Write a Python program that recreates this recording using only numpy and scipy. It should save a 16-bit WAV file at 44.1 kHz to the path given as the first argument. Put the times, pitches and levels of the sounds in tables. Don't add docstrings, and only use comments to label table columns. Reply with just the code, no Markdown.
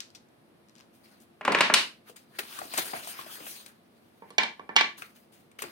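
import sys
import numpy as np
from scipy import signal
from scipy.io import wavfile
from scipy.ndimage import uniform_filter1d

SR = 44100
rng = np.random.default_rng(int(sys.argv[2]) if len(sys.argv) > 2 else 0)


def field_ratio(decibels):
    return 10 ** (np.asarray(decibels, dtype=float) / 20)


def generate_wav(signal):
    frames = np.transpose(np.atleast_2d(signal))
    scaled = np.clip(frames, -1, 1) * 32767
    pcm = np.round(scaled).astype(np.int16)
    wavfile.write(sys.argv[1], SR, pcm)


N = 251811

# [f/Hz, level/dB]
FLOOR_SPECTRUM = [(15, -69.5), (25, -43), (85, -12.5), (192, -8.5), (226, -5), (252, -8), (634, -14),
                  (687, -11.5), (766, -16.5), (1510, -21.5), (4360, -30), (7110, -41), (9580, -34),
                  (15200, -33), (16500, -41.5)]
FLOOR_DB = -61.5
# [f/Hz, side minus mid level/dB]
FLOOR_SIDE = [(60, 8), (110, -7.5), (200, -12.5), (380, -2.5), (700, -1.5), (1290, 1), (2380, 1),
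              (4400, 1.5), (8120, -2.5), (15000, 12.5)]
# [mean f/Hz, level/dB]
MOTOR_HUM = [(204, -75.5), (227, -69), (338, -71)]
# (f/Hz, level/dB, start t/s, start of fade-out t/s)
WHINE = (9873, -86, .28, 1.0)

# [f/Hz, t60/s]
ROOM_T60 = [(150, 0.34), (500, 0.25), (1500, 0.26), (4000, 0.26), (8000, .25), (14000, 0.34)]
# [f/Hz, likeness 0-1]
ROOM_LIKENESS = [(100, 0.81), (300, 1), (600, 0.14), (1200, 0.12), (4000, 0.014)]
# [f/Hz, level/dB]
WALLS = [(100, 6), (1000, 0.5), (4000, 0.5), (8000, -3.5), (16000, -11)]

# [t/s, clack level/dB, flatness: thump over clack level/dB, hardness: click over clack level/dB]
TUMBLE = [(1.4106, -31, -12, -18), (1.4505, -22, -11.5, -7), (1.478, -15.5, -5, -13.5),
          (1.5203, -19, -15, -4.5), (1.5476, -10, -17, -13), (1.5866, -18, -25, -9), (1.607, -7, -21.5, -5),
          (1.699, -16, -10, -19.5), (1.7387, -7.5, -25.5, 3)]
# [f/Hz, width before damping/Hz, level/dB]
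TUMBLE_MODES = [(630, 18, 17.5), (950.4, 7.7, 6), (1110, 190, 23.5), (1600, 57, -2), (2070, 120, -4.5),
                (2320, 49, 7), (3040, 81, 23), (3370, 18, 4.5), (3994, 160, -7.5), (4480, 230, -3),
                (5180, 160, -21), (5790, 36, -13.5), (6240, 120, 2.5), (7660, 83, 6)]
# [t/s, clack level/dB, thump over clack level/dB, click over clack level/dB, landing face 0-1]
BOUNCE = [(4.2215, -48, 1, -29, 0.13), (4.3046, -50, -2, 6.5, 1), (4.3819, -9, -23, -3, 0),
          (4.4337, -20.5, -20.5, -1.5, 0.36), (4.5951, -44, -1, -8, 1), (4.6912, -34.5, -6.5, -14.5, 1),
          (4.7572, -39, -7, -2, 0.8), (4.7635, -2.5, -32.5, -3.5, 1), (4.8098, -14, -22, -3.5, 1)]
# [f/Hz, width before damping/Hz, level/dB, level change on the other face/dB]
BOUNCE_MODES = [(485, 45, -6, 0), (925, 45, 10, -9), (1050, 45, 3, -6), (1146, 40, -6, 12),
                (1790, 60, -2, 3), (2355, 110, 11, -4), (2050, 80, -3, 3), (2920, 70, -6, 6),
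                (3270, 70, -3, 2), (3670, 90, 0, 0), (4330, 110, -4, 0), (4030, 80, -9, 0),
                (4500, 90, -7, 0), (5250, 90, -14, 0)]
HOLLOW_SHARE, EDGE_SHARE = 0.59, 1.5
EDGE_DB_PER_DB = -0.3

# [t/s, level/dB, t60 of the contact/s]
PALM_TICKS = [(.0034, -26.5, 0.02), (0.103, -52, 0.0079), (0.1489, -37, 0.08), (0.287, -63, .006),
              (0.6852, -56, 0.011), (0.695, -53, 0.012), (.753, -50, 0.012), (0.762, -52, 0.0066),
              (.77, -59, .006), (.782, -51, 0.014), (0.7932, -53, 0.0055), (0.801, -49, .006),
              (0.808, -49, .006)]
# [f/Hz, level/dB]
TICK_SPECTRUM = [(300, -28), (1400, -1), (2300, 0), (5500, 5.5), (9000, -5), (16000, -18.5)]

# [t/s, snap level/dB, pop level/dB, pop f/Hz, treble over snap level/dB]
SNAPS = [(1.056, -50, -70, 336, -14.5), (1.201, -69.5, -61.5, 334.4, 11), (1.2201, -65, -61, 304, 3.5),
         (2.0965, -56.5, -47, 492.5, 3), (2.1633, -49, -73, 690, 3), (2.389, -23, -38.5, 400, -11),
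         (2.588, -40.5, -37, 1120, 4.5), (2.6146, -36, -35, 714, -39), (2.6522, -57, -45.5, 316.3, 11.5),
         (2.7367, -29.5, -35.5, 730, -4.5), (2.7755, -32.5, -45, 695, 10), (2.7816, -26, -28.5, 762, -6.5),
         (2.9337, -32, -28, 714, -22.5), (2.948, -39.5, -45, 760, -17), (3.046, -47.5, -54, 619, 4.5),
         (3.0726, -41, -40, 725, 1.5), (3.19, -70, -37, 1073, -27), (3.2628, -51, -45.5, 665, -3),
         (3.4032, -42, -42.5, 302, -13.5), (3.466, -32.5, -44, 645, -16.5), (3.661, -41, -70, 300.6, -3),
         (5.0201, -27.5, -38.5, 1340, -19), (5.514, -52.5, -70, 370, -8), (5.589, -33, -52, 451, -13),
         (5.6201, -24, -38.5, 435.8, -10), (5.638, -36, -36.5, 352, -12.5)]
POP_CYCLES = 34.6

# [t/s, hiss level/dB, dull rustle over hiss level/dB]
DRAG = [(2.26, -88, 1), (2.37, -64.5, 4), (2.43, -56, 3), (2.56, -52, 2), (2.69, -55, 2.5),
        (2.76, -43.5, 1), (2.84, -44, -1.5), (3.05, -51.5, 1.5), (3.101, -41.5, -8), (3.16, -59, 6.5),
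        (3.2, -48.5, -0.5), (3.26, -56.5, 0), (3.351, -45, -3.5), (3.39, -55.5, 4.5), (3.5, -46.5, -7),
        (3.65, -60.5, 1), (3.72, -72.5, 3), (3.82, -84, 2), (4.2, -77, -3), (4.3, -75, 5)]
# [start t/s, rise/s, fade/s, hiss level/dB, dull rustle over hiss level/dB]
BRUSHES = [(.74, .04, 0.11, -75.5, 10.5), (.92, 0.013, 0.42, -73, -7), (1.02, 0.026, 0.24, -69, 4.5),
           (1.195, 0.02, 0.056, -63.5, -14), (2.039, 0.051, 0.047, -58.5, 2), (2.156, 0.0046, .1, -60, 2.5),
           (2.384, 0.0039, 0.036, -36.5, 2.5), (2.764, 0.02, 0.055, -32, 2.5),
           (3.654, 0.0088, 0.046, -55.5, 0.5), (4.964, 0.018, 0.12, -51.5, -2.5),
           (5.129, 0.033, 0.12, -64, -3), (5.314, 0.011, 0.16, -65.5, -1.5),
           (5.586, 0.0012, 0.094, -52, 0.5), (5.619, 0.0017, 0.02, -37.5, -8.5),
           (5.63, 0.0077, 0.15, -56, 2)]
BRUSH_FADE_DB, BRUSH_BEND, BRUSH_SWELL = -20, 1.4, 2.1
# [f/Hz, level/dB]
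HISS_SPECTRUM = [(1470, -33), (2500, -2.5), (3300, -4), (5640, -6.5), (6400, -3.5), (7150, -6.5),
                 (8770, -1), (11100, -3.5), (15100, -2.5), (16100, -6.5), (16500, -33.5)]
# [f/Hz, level/dB]
RUSTLE_SPECTRUM = [(120, -38.5), (300, -5), (700, -5.5), (1500, 0), (3000, -6), (5000, -4.5), (8000, -46.5)]
CRACKLES_PER_S, CRACKLE_DB = 93, -10.5


def read(points, hz):
    f, value = np.transpose(points)
    return np.interp(np.log(hz + 1), np.log(f + 1), value)


def evened(x):
    return x / np.sqrt(np.mean(x ** 2) + 1e-20)


def add(mix, s, sound):
    part = mix[round(s * SR):][:len(sound)]
    part += sound[:len(part)]


def colour(x, points, size=1024):
    log_gain = read(points, np.fft.rfftfreq(size, 1 / SR)) * np.log(10) / 20
    whole = signal.hilbert(np.r_[log_gain, log_gain[-2:0:-1]])
    response = np.fft.ifft(np.exp(np.conj(whole))).real[:size // 2]
    return signal.oaconvolve(x, response)[:len(x)]


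def noise(points, same, size=1024, patchy_db=0):
    hz = np.fft.rfftfreq(size, 1 / SR)
    a, b, c, d, patches = rng.standard_normal((4 * N // size + 5, len(hz), 5)).T
    patches = uniform_filter1d(patches, size=size // 40, axis=0)
    patches = evened(uniform_filter1d(patches, size=8192 // size, axis=1))
    same = np.clip(read(same, hz), -1, 1)[:, None]
    left = a + 1j * b
    right = same * left + np.sqrt(1 - same ** 2) * (c + 1j * d)
    z = np.array([left, right]) * field_ratio(read(points, hz)[:, None] + patchy_db * patches)
    return evened(signal.istft(z, nperseg=size, noverlap=3 * size // 4)[1][:, :N])


def burst(t60, rise, grit_db):
    t = np.arange(4096) / SR
    grit = rng.choice([-1., 1.], 4096) * field_ratio(grit_db * rng.exponential(1, 4096))
    puff = grit * (1 - np.exp(-t / rise)) * field_ratio(-60 * t / max(t60, .001))
    return puff / np.linalg.norm(puff), 1. 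* (t == 0)


def background():
    side_ratio = [(hz, field_ratio(2 * db)) for hz, db in FLOOR_SIDE]
    same = [(hz, (1 - ratio) / (1 + ratio)) for hz, ratio in side_ratio]
    out = field_ratio(FLOOR_DB) * noise(FLOOR_SPECTRUM, same, size=2048)
    for hz, db in MOTOR_HUM:
        waver = evened(uniform_filter1d(rng.standard_normal(N), size=3000))
        out += field_ratio(db + 2.2 * waver) * np.sin(2 * np.pi * np.cumsum(hz + 4 * waver) / SR)
    t = np.arange(N) / SR
    hz, db, start, end = WHINE
    fade = np.interp(t, [start, start + .03, end, end + 0.13], [0, 1, 1, 0])
    return out + field_ratio(db) * np.sin(2 * np.pi * hz * t) * fade


def room(x, gap, build):
    taps, at = np.zeros((2, SR)), np.arange(SR // 12) * 12
    where, signs = at + rng.integers(0, 12, (2, len(at))), rng.choice([-1., 1.], (2, len(at)))
    np.put_along_axis(taps, where, signs, 1)
    taps *= 1 - np.exp(-np.maximum(np.arange(SR) / SR - gap, 0) / build)
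    hz, t, z = signal.stft(taps, SR, nperseg=256)
    same = np.clip(read(ROOM_LIKENESS, hz), 0, 1)[:, None]
    z[1] = same * z[0] + np.sqrt(1 - same ** 2) * z[1]
    decay = field_ratio(-60 * t / np.maximum(read(ROOM_T60, hz), .03)[:, None])
    tail = signal.istft(z * decay, SR, nperseg=256)[1]
    return signal.fftconvolve(colour(x, WALLS)[None], tail / np.linalg.norm(tail[0]), axes=1)[:, :N]


def placed(x, left_db, treble_db, count):
    left, right = (colour(x, [(3000, side * left_db / 2), (9000, side * (left_db + treble_db) / 2)], size=64)
                   for side in (1, -1))
    return np.array([left, np.roll(right, count)])


def knocks(rows, modes, ring_db, spread_db, damping, t60, hollow_over_db, edge_over_db):
    out, t = np.zeros((2, N)), np.arange(4096) / SR
    for s, db, flat_db, hard_db, *face in rows:
        thump_db, click_db = db + flat_db, db + hard_db
        hollow_db = db + hollow_over_db + HOLLOW_SHARE * flat_db
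        edge_db = db + edge_over_db + EDGE_SHARE * hard_db + EDGE_DB_PER_DB * db
        desk = [(25, thump_db - 35.5), (60, thump_db - 10), (130, thump_db + 18.5),
                (190, thump_db + 35), (480, thump_db + 37.5)]
        clip = [(1050, hollow_db + 36.0), (2300, db + 28.5), (4200, click_db + 27), (6500, click_db + 16.0)]
        edge = [(9000, edge_db + 30.5), (16000, edge_db + 9.5)]
        ring = np.zeros(4096)
        for hz, width, mode_db, *turn_db in modes:
            level = field_ratio(mode_db + np.dot(face, turn_db) + spread_db * rng.standard_normal())
            ring += level * np.exp(-np.pi * damping * width * t) * np.sin(2 * np.pi * hz * t)
        ring *= field_ratio(ring_db) / np.linalg.norm(ring)
        ring[0] = 1
        for row, contact in zip(out, burst(t60, 0.00014, 0.32)):
            add(row, s, signal.fftconvolve(colour(contact, desk + clip + edge), ring))
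        corner = [(3000, edge_db - 14.0), (7000, edge_db + 28.0), (16000, edge_db + 5.5)]
        add(out[0], s, colour(burst(0.012, 0.00029, 0.98)[0], corner))
    return out


def palm_ticks():
    out = np.zeros((2, N))
    for s, db, t60 in PALM_TICKS:
        for row, contact in zip(out, burst(t60, .0003, 1.2)):
            add(row, s, field_ratio(db + 18) * colour(contact, TICK_SPECTRUM))
    return out


def snaps():
    out, t = np.zeros((2, N)), np.arange(2048) / SR
    for s, db, pop_db, pop_hz, treble_db in SNAPS:
        pop = [(40, pop_db), (130, pop_db + 24.5), (0.75 * pop_hz, pop_db + 25.5),
               (pop_hz, pop_db + 41.5), (1.27 * pop_hz, pop_db + 34.5)]
        bright_db = db + treble_db
        crease = [(2300, db + 27.0), (5000, bright_db + 21), (9000, bright_db + 28), (16000, bright_db + 7.0)]
        cycles = t * pop_hz
        ring = field_ratio(pop_db - 1 - 60 * cycles / POP_CYCLES) * np.sin(2 * np.pi * cycles)
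        ring *= np.minimum(cycles / 0.65, 1)
        for row, slip in zip(out, burst(0.027, 0.0011, 1.3)):
            add(row, s, colour(slip, pop + crease))
            add(row, s, ring)
    return out


def handling():
    s, hiss_db, over_db = np.transpose(DRAG)
    t = np.arange(N) / SR
    drag_db = np.array([np.interp(t, s, db, -120, -120) for db in (hiss_db, hiss_db + over_db)])
    power = field_ratio(2 * drag_db)
    for start, rise, fade, db, over_db in BRUSHES:
        u = np.arange(0, rise + 2 * fade, 1 / SR)
        swell = np.minimum(u / rise, 1) ** BRUSH_SWELL
        fade_db = BRUSH_FADE_DB * (np.maximum(u - rise, 0) / fade) ** BRUSH_BEND
        shape = swell * field_ratio(db + fade_db)
        add(power[0], start, shape ** 2)
        add(power[1], start, (shape * field_ratio(over_db)) ** 2)
    return 10 * np.log10(power)


def slide():
    hiss_db, rustle_db = handling()
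    clumps = evened(uniform_filter1d(rng.standard_normal(N), size=900))
    hiss = noise(HISS_SPECTRUM, [(2000, 0.12), (16000, 0.6)], size=256, patchy_db=2.5)
    hiss *= field_ratio(hiss_db + 1.5 * clumps)

    catches = rng.standard_normal(N) * field_ratio(2.6 * rng.exponential(1, N) + 2.5 * clumps)
    catches *= rng.random(N) < 3000 / SR
    hiss += field_ratio(hiss_db - 13.5) * evened(colour(catches, HISS_SPECTRUM))

    crackles = rng.standard_normal(N) * (rng.random(N) < CRACKLES_PER_S / SR)
    crackles = signal.oaconvolve(crackles, burst(.012, 0.0002, 1.2)[0])[:N]
    hiss += field_ratio(rustle_db + CRACKLE_DB) * evened(colour(crackles, RUSTLE_SPECTRUM))

    rustle = noise(RUSTLE_SPECTRUM, [(200, 0.89), (1000, 0.21), (5000, 0.18)], patchy_db=4.0)
    left, right = hiss + rustle * field_ratio(rustle_db - 0.86 + 1.3 * clumps)
    return np.array([left * field_ratio(4.5), np.roll(right, shift=14) * field_ratio(2.0)])


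def scene():
    tumble, tumble_feed = knocks(TUMBLE, TUMBLE_MODES, ring_db=-17.0, spread_db=3.6, damping=1.5, t60=0.05,
                                 hollow_over_db=3.0, edge_over_db=-17.5)
    bounce, bounce_feed = knocks(BOUNCE, BOUNCE_MODES, ring_db=-5.5, spread_db=2.5, damping=0.7, t60=0.029,
                                 hollow_over_db=-1.5, edge_over_db=-29)
    hands, hands_feed = snaps() + palm_ticks()
    direct = placed(tumble, left_db=.3, treble_db=7.6, count=1)
    direct += placed(bounce, left_db=-4.2, treble_db=.1, count=-9)
    direct += placed(hands, left_db=6.3, treble_db=0.73, count=15)
    echoes = room(field_ratio(-0.8) * tumble_feed, gap=0.0061, build=0.025)
    echoes += room(field_ratio(-4.0) * bounce_feed, gap=0.0054, build=0.01)
    echoes += room(field_ratio(-3.5) * hands_feed, gap=0.0014, build=0.0015)
    return direct + echoes + slide() + background()


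def band_limit(x):
    return signal.sosfilt(signal.butter(12, 16980, fs=SR, output="sos"), x)


def record(dry):
    held = 1.05 * np.tanh(dry / 1.05)
    held = signal.sosfilt(signal.butter(N=1, Wn=30, btype="high", fs=SR, output="sos"), held)
    return band_limit(held)


dry = scene()
out = record(dry)
generate_wav(out)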